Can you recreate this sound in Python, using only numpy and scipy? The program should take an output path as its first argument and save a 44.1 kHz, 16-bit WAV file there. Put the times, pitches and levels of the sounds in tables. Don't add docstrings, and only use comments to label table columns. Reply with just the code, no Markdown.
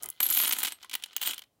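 import sys
import numpy as np
from scipy import signal
from scipy.fft import rfft, irfft
from scipy.io import wavfile
from scipy.ndimage import uniform_filter1d

SR = 44100
rng = np.random.default_rng(int(sys.argv[2]) if len(sys.argv) > 2 else 0)


def put_to_file(sound):
    columns = np.atleast_2d(sound).T
    safe = np.clip(columns, -1, 1)
    whole_steps = np.round(safe * 32767)
    wavfile.write(sys.argv[1], SR, whole_steps.astype(np.int16))


N = 70560

# (time [s], relative knock [dB], relative clack [dB], relative tick [dB], tick centre [Hz])
CONTACTS = [(0.025, -56.5, -74, -38.5, 9100), (0.033, -65, -47, -27, 10000),
            (0.0404, -46.5, -74, -35, 10600), (0.0592, -49, -47.5, -32, 10300),
            (0.0877, -52, -53, -31, 12500), (0.1014, -83, -73, -28, 11900), (0.2013, -39, -46, -55, 9000),
            (0.2034, -30.5, -26, -23.5, 10300), (0.2103, -67, -58, -43, 12000),
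            (0.223, -68, -49, -44, 11400), (0.2298, -40, -29, -28, 11800), (0.2548, -70, -36, -32, 11800),
            (0.2645, -55, -35, -36, 11300), (0.288, -47, -37, -26.5, 10600), (0.3011, -64, -36, -22, 11100),
            (0.3102, -33, -39, -34, 11800), (0.3248, -60, -32.5, -24.5, 8700),
            (0.335, -66, -39, -35, 12200), (0.3479, -62, -32, -26.5, 12500),
            (0.3671, -61, -31.5, -26, 12700), (0.3722, -31.5, -25.5, -38, 12800),
            (0.3878, -68, -28.5, -25, 12700), (0.3992, -30, -25, -26, 12400),
            (0.4023, -46, -31, -41, 11600), (0.4237, -36, -28.5, -40, 11400),
            (0.4358, -31, -33, -24, 12800), (0.4473, -34.5, -29, -30, 11800),
            (0.4536, -33, -27.5, -43, 12400), (0.4717, -37.5, -33, -29, 10300),
            (0.4772, -33, -28.5, -24.5, 11930), (0.4922, -35, -29.5, -28, 14100),
            (0.5081, -37, -30, -37, 9600), (0.5109, -32.5, -26, -30.5, 11080),
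            (0.5237, -31.5, -28.5, -22, 11600), (0.528, -50.5, -36, -22, 11040),
            (0.533, -36, -26, -25.5, 12100), (0.5655, -36, -39.5, -37, 12300),
            (0.586, -36, -31.5, -26.5, 11900), (0.6031, -40.5, -34, -33, 11600),
            (0.631, -34, -31, -23, 11800), (0.6351, -38, -29, -27.5, 12400),
            (0.648, -34.5, -26.5, -34.5, 11500), (0.6513, -35.5, -34, -29, 10400),
            (0.6573, -53, -29.5, -37, 10600), (0.6699, -45, -33.5, -32.5, 9250),
            (0.6756, -38, -35, -34, 9500), (0.682, -48, -32, -33, 8800), (0.713, -53, -43, -64, 8600),
            (0.7214, -41.5, -36, -35, 10900), (0.8281, -55.5, -62, -45, 5100),
            (0.8313, -60, -47, -62, 7000), (0.846, -45.5, -50.5, -47.5, 8400),
            (0.896, -53.5, -39.5, -46, 8300), (0.913, -51, -38, -54, 8500), (0.9203, -50, -45.5, -52, 7300),
            (0.931, -62, -37, -42, 8200), (0.9347, -39, -35.5, -41, 9000), (0.9388, -41.5, -29, -33, 9100),
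            (0.952, -35.5, -25.5, -27.5, 10800), (0.9983, -60, -50, -69.5, 7860),
            (1.024, -54, -46, -45, 8150), (1.0373, -50.5, -30.5, -34.5, 9200),
            (1.06, -51.5, -49.5, -45.5, 9450), (1.1308, -55.5, -45, -61.5, 6600),
            (1.1644, -37, -31.5, -27, 7500), (1.18, -55, -40.5, -54, 8800),
            (1.2146, -38.5, -31.5, -30, 13100), (1.2269, -40.5, -29, -32.5, 13200),
            (1.2329, -40, -33, -33, 10500), (1.236, -54, -36, -44.5, 9400),
            (1.2513, -44, -35, -52.5, 10100), (1.258, -44.5, -33, -46, 9900),
            (1.261, -55.5, -38, -35, 12600), (1.2713, -44, -44, -31, 12800),
            (1.2737, -36.5, -27.5, -37.5, 14000), (1.289, -50.5, -34.5, -48, 13200),
            (1.3036, -49.5, -37, -40.5, 10200), (1.3094, -49, -31.5, -32.5, 11600),
            (1.3336, -43, -34, -38.5, 12900), (1.3425, -56, -47, -37, 9260),
            (1.3798, -46, -34.5, -38.5, 13420), (1.3919, -51, -43, -41.5, 11540),
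            (1.4196, -53, -43.5, -51.5, 10200), (1.4375, -61.5, -50.5, -75, 8500)]
# (time [s], mode name, level [dB], t60 [s])
RINGS = [(0.2023, "h", -30, 0.35), (.2037, "k", -23, 0.058), (.212, "i", -30, 0.072),
         (0.2287, "i", -17.5, 0.097), (.2524, "d", -45, 0.38), (0.264, "h", -19, 0.036),
         (0.303, "i", -21.5, .08), (.3015, "n", -34, 0.15), (0.309, "h", -26, 0.24),
         (.317, "e", -31.5, 0.4), (0.3382, "j", -23, 0.24), (0.3702, "i", -22, 0.14),
         (0.3723, "f", -30, .14), (.3725, "m", -23, 0.21), (0.4014, "g", -21, 0.23),
         (0.416, "k", -29, 0.14), (.4363, "l", -26.5, .1), (.459, "d", -31, 0.1), (.4769, "h", -26, 0.067),
         (0.4907, "l", -19.5, 0.04), (.4927, "n", -24, 0.05), (.5087, "a", -31.5, 0.12),
         (0.5256, "h", -26, 0.05), (.585, "l", -31, 0.098), (.631, "n", -30.5, 0.1),
         (0.7218, "b", -43.5, 0.12), (0.722, "h", -47, 0.13), (.9525, "o", -23.5, 0.017),
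         (1.1647, "o", -22, 0.024), (1.1647, "a", -22, 0.019), (.845, "floor", -40.5, 0.027),
         (1.2144, "n", -31.5, 0.23), (1.2146, "a", -41, 0.089), (1.256, "c", -32, 0.2),
         (1.263, "l", -27, 0.11), (1.274, "l", -22.5, 0.068)]
MODE_HZ = dict(a=6425, b=8180, c=8564, d=9238, e=10568, f=11030, g=11365, h=11450, i=12447, j=12640, k=13800, l=13895, m=14346, n=14852, o=15300, floor=1100)
# (time [s], level [dB])
SLIDING = [(0, -55.5), (.08, -62.5), (0.195, -60.5), (0.217, -36), (.28, -43.5), (.32, -37.5), (.44, -36),
           (.53, -42.5), (.57, -39.5), (.66, -41), (.72, -48), (.77, -65), (.84, -50.5), (.88, -67.5),
           (.96, -57), (1.1, -57.5), (1.205, -52.5), (1.22, -38), (1.245, -41.5), (1.275, -34.5),
           (1.32, -43.5), (1.37, -53.5), (1.441, -79), (1.47, -107.5)]
# (frequency [Hz], relative level [dB], t60 [s])
STACK_MODES = [(576, -17, 0.035), (2836, 0.5, 0.015), (3100, 6, 0.014), (3470, -7, 0.017)]
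# (frequency [Hz], level [dB], t60 [s])
RUB_MODES = [(1250, -64.5, 0.094), (2046, -60, 0.59), (3120, -63.5, 0.12)]
# (time [s], level [dB])
JOGS = [(0.069, -64.5), (.215, -63), (.345, -60), (0.411, -60.5), (1.285, -71.5)]

# (frequency [Hz], relative density [dB])
PILE_SPECTRUM = [(1200, -28.5), (2200, -4), (2750, -1), (3120, 2.5), (3600, -0.5), (4600, -5.5),
                 (6000, -8.5), (10000, -14)]
WOOD_SPECTRUM = [(130, -13), (280, -6), (430, -13), (700, -6), (980, 0.5), (1500, -0.5), (2000, 3.5),
                 (2800, -12), (5000, -32.5)]
DULL_SCRAPE_SPECTRUM = [(150, -14), (290, -4), (430, -23.5), (680, -9.5), (1100, -2), (2500, -4.5),
                        (3100, 6), (4200, 0.5), (12000, -31.5)]
BRIGHT_SCRAPE_SPECTRUM = [(3000, -42), (7000, 9.5), (12000, -1), (16000, 0.5)]
RUB_SPECTRUM = [(200, -3.5), (550, 3.5), (1280, -0.5), (1650, -13), (8000, -16)]
JOG_SPECTRUM = [(25, -13.5), (65, 3.5), (130, 4.5), (280, -25), (900, -37.5)]
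ECHO_SPECTRUM = [(1000, 4.5), (3500, 1), (8000, -1.5), (16000, -4.5)]
AIR_SPECTRUM = [(20, -27), (60, -5.5), (700, -12), (1500, -25), (16000, -28.5)]

CONTACT_RISE_S, CONTACT_S, RING_RISE_S = 0.00042, 0.0021, 0.00028
METAL_LOW_HZ, WOOD_LOW_HZ, EDGE_HZ = 737, 213, 16000
TICK_TRIM_DB, CLACK_TRIM_DB, KNOCK_TRIM_DB = -1, -0.5, -2.5
TICK_WIDTH_OCT, TICK_SKIRT_DB, TICK_RIPPLE_DB, TICK_RIPPLE_HZ = 0.57, -33, 2, 398.4
TICK_BASE_T60_S, LOOSE_DB_PER_DB, LOOSE_PIVOT_DB = 0.014, 0.42, -46.5
TWIN_SPLIT_HZ, TWIN_DB, RATTLE_HZ, RATTLE_DEPTH = 68, -11, 240, 0.45
BRIGHT_DB_PER_DB, BRIGHT_PIVOT_DB = 1.71, -40
SHIMMER_DB, STACK_TAP_DB, STACK_SLIDE_DB = -4, -1, -9.5
PUSH_START_S, PUSH_CLACK_DB, PUSH_SHIMMER_DB, PUSH_LOW_HZ = 0.94, -2.5, -12.5, 383.5


def contacts(size=4096):
    metal, wood = np.zeros(N), np.zeros(N)
    freq_hz = np.fft.rfftfreq(size, 1 / SR) + 1
    for time_s, knock_db, clack_db, tick_db, tick_hz in CONTACTS:
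        tick = metal_tick(time_s, tick_hz, freq_hz, size)
        clack = choked_modes(spectrum_db(PILE_SPECTRUM, freq_hz), t60_s=0.017)
        knock = choked_modes(spectrum_db(WOOD_SPECTRUM, freq_hz), t60_s=0.019)
        if time_s > PUSH_START_S:
            clack = amp(PUSH_CLACK_DB) * clack + amp(STACK_TAP_DB) * stack(size)
            knock = highpass(knock, PUSH_LOW_HZ)
        add(metal, time_s, amp(tick_db + TICK_TRIM_DB) * tick + amp(clack_db + CLACK_TRIM_DB) * clack)
        add(wood, time_s, amp(knock_db + KNOCK_TRIM_DB) * knock)
    return highpass(metal, METAL_LOW_HZ) + highpass(wood, WOOD_LOW_HZ)


def metal_tick(time_s, centre_hz, freq_hz, size):
    octaves = np.log2(freq_hz / centre_hz)
    band = np.exp(-0.5 * (octaves / TICK_WIDTH_OCT) ** 2) * (freq_hz < EDGE_HZ) + amp(TICK_SKIRT_DB)
    ripple_db = TICK_RIPPLE_DB * smooth_noise(len(freq_hz), TICK_RIPPLE_HZ * size / SR)
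    looseness = amp(LOOSE_DB_PER_DB * (sliding_db(time_s) - LOOSE_PIVOT_DB))
    return choked_modes(20 * np.log10(band) + ripple_db, TICK_BASE_T60_S * looseness)


def choked_modes(shape_db, t60_s, even_hz=536):
    size = 2 * (len(shape_db) - 1)
    burst = rfft(rng.standard_normal(size) * struck(CONTACT_RISE_S, t60_s, size))
    power = uniform_filter1d(abs(burst) ** 2, int(even_hz * size / SR))
    log_gain = np.log(amp(shape_db) / np.sqrt(power))
    mirrored = np.r_[log_gain, log_gain[-2:0:-1]]
    min_phase = np.exp(np.conj(signal.hilbert(mirrored))[:len(shape_db)])
    sound = irfft(burst * min_phase)
    return sound / np.sqrt(np.mean(sound[:int(CONTACT_S * SR)] ** 2))


def rings(size=16384):
    out, t = np.zeros(N), np.arange(size) / SR
    for time_s, mode, db, t60_s in RINGS:
        hz = MODE_HZ[mode]
        phase, twin_phase, split = rng.random(3)
        twin_hz = hz + TWIN_SPLIT_HZ * (split + 0.5) * rng.choice([-1, 1])
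        pair = np.exp(2j * np.pi * (hz * t + phase))
        pair += amp(TWIN_DB) * np.exp(2j * np.pi * (twin_hz * t + twin_phase))
        sway, drift = smooth_noise(size, SR / RATTLE_HZ), smooth_noise(size, SR / RATTLE_HZ)
        tremble = (1 + RATTLE_DEPTH * (sway + 1j * drift) / np.sqrt(2)) / np.hypot(1, RATTLE_DEPTH)
        add(out, time_s, amp(db) * (pair * tremble).real * struck(RING_RISE_S, t60_s, size))
    return highpass(out, METAL_LOW_HZ)


def scrapes():
    t = np.arange(N) / SR
    slide_db, pushed = sliding_db(t), t > PUSH_START_S
    bright_db = BRIGHT_PIVOT_DB + BRIGHT_DB_PER_DB * (slide_db - BRIGHT_PIVOT_DB)
    shuffle = grains(DULL_SCRAPE_SPECTRUM, slide_db) + grains(BRIGHT_SCRAPE_SPECTRUM, bright_db)
    shimmer = patter(small_coin, bright_db + SHIMMER_DB + PUSH_SHIMMER_DB * pushed, rate_per_s=250)
    chatter = pushed * patter(stack, slide_db + STACK_SLIDE_DB, rate_per_s=220)
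    return shuffle / np.sqrt(2) + highpass(shimmer + chatter, METAL_LOW_HZ)


def grains(spectrum, db, size=1024):
    envelope = struck(CONTACT_RISE_S, t60_s=0.0066, size=size)
    ticks = patter(lambda: noise(spectrum, size) * envelope, db, rate_per_s=620)
    return highpass(ticks, WOOD_LOW_HZ)


def stack(size=4096, spread=0.063):
    shift = 1 + spread * (rng.random() - 0.5)
    return sum(amp(db) * ping(hz * shift, t60_s, size) for hz, db, t60_s in STACK_MODES)


def small_coin():
    return ping(hz=rng.uniform(10500, 15400), t60_s=0.055, size=8192)


def rub(length_s=0.1, level_db=-54.5):
    out, size = np.zeros(N), int(length_s * SR)
    swell = np.sin(np.linspace(0, np.pi, size))
    add(out, 0, amp(level_db) * noise(RUB_SPECTRUM, size) * swell)
    for hz, db, t60_s in RUB_MODES:
        mode = ping(hz, t60_s, N)
        friction = rng.standard_normal(size) * swell
        add(out, 0, amp(db) * signal.fftconvolve(friction, mode / np.linalg.norm(mode)))
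    return out


def jogs(size=16384):
    out = np.zeros(N)
    envelope = struck(rise_s=0.0019, t60_s=0.2, size=size)
    for time_s, db in JOGS:
        add(out, time_s, amp(db) * noise(JOG_SPECTRUM, size) * envelope)
    return out


def echo(x, rise_s, t60_s, size=24000):
    tail = noise(ECHO_SPECTRUM, size) * struck(rise_s, t60_s, size)
    return signal.fftconvolve(x, tail / np.linalg.norm(tail))[:N]


def air(level_db=-75.5):
    return amp(level_db) * noise(AIR_SPECTRUM, N)


def patter(strike, db, rate_per_s, spread_db=3, variants=40):
    strength = amp(spread_db * np.minimum(rng.exponential(1, N), 4))
    hits = rng.random(N) < rate_per_s / SR
    blows = amp(db) * unit_rms(strength * hits)
    variant, out = rng.integers(0, variants, N), np.zeros(N)
    for k in range(variants):
        sound = strike()
        out += signal.oaconvolve(blows * (variant == k), sound / np.linalg.norm(sound))[:N]
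    return out


def ping(hz, t60_s, size):
    cycles = hz * np.arange(size) / SR + rng.random()
    return np.sin(2 * np.pi * cycles) * struck(RING_RISE_S, t60_s, size)


def struck(rise_s, t60_s, size):
    t = np.arange(size) / SR
    return (1 - np.exp(-t / rise_s)) * np.exp(-np.log(1000) * t / t60_s)


def noise(spectrum, size):
    gain = amp(spectrum_db(spectrum, np.fft.rfftfreq(size, 1 / SR)))
    return unit_rms(irfft(rfft(rng.standard_normal(size)) * gain, size))


def smooth_noise(size, width):
    return unit_rms(uniform_filter1d(rng.standard_normal(size), int(width)))


def highpass(x, hz):
    return signal.sosfilt(signal.butter(2, hz, "high", fs=SR, output="sos"), x)


def sliding_db(time_s):
    return np.interp(time_s, *np.transpose(SLIDING))


def spectrum_db(spectrum, freq_hz):
    hz, db = np.transpose(spectrum)
    return np.interp(np.log(freq_hz + 1), np.log(hz), db)


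def amp(db):
    return 10 ** (np.asarray(db) / 20)


def unit_rms(x):
    return x / np.sqrt(np.mean(x ** 2) + 1e-20)


def add(mix, time_s, sound):
    part = mix[max(round(time_s * SR), 0):][:len(sound)]
    part += sound[:len(part)]


def scene():
    coins = contacts() + rings() + scrapes() + rub()
    box_walls = amp(-13) * echo(coins, rise_s=0.00087, t60_s=0.025)
    room = amp(-22) * echo(coins, rise_s=0.003, t60_s=0.24)
    return (coins + box_walls + room + jogs() + air())[None]


def record(dry):
    lowpass = signal.firwin(255, EDGE_HZ, window=("kaiser", 8), fs=SR)
    return signal.oaconvolve(dry, lowpass[None], "same")


dry = scene()
out = record(dry)
put_to_file(out)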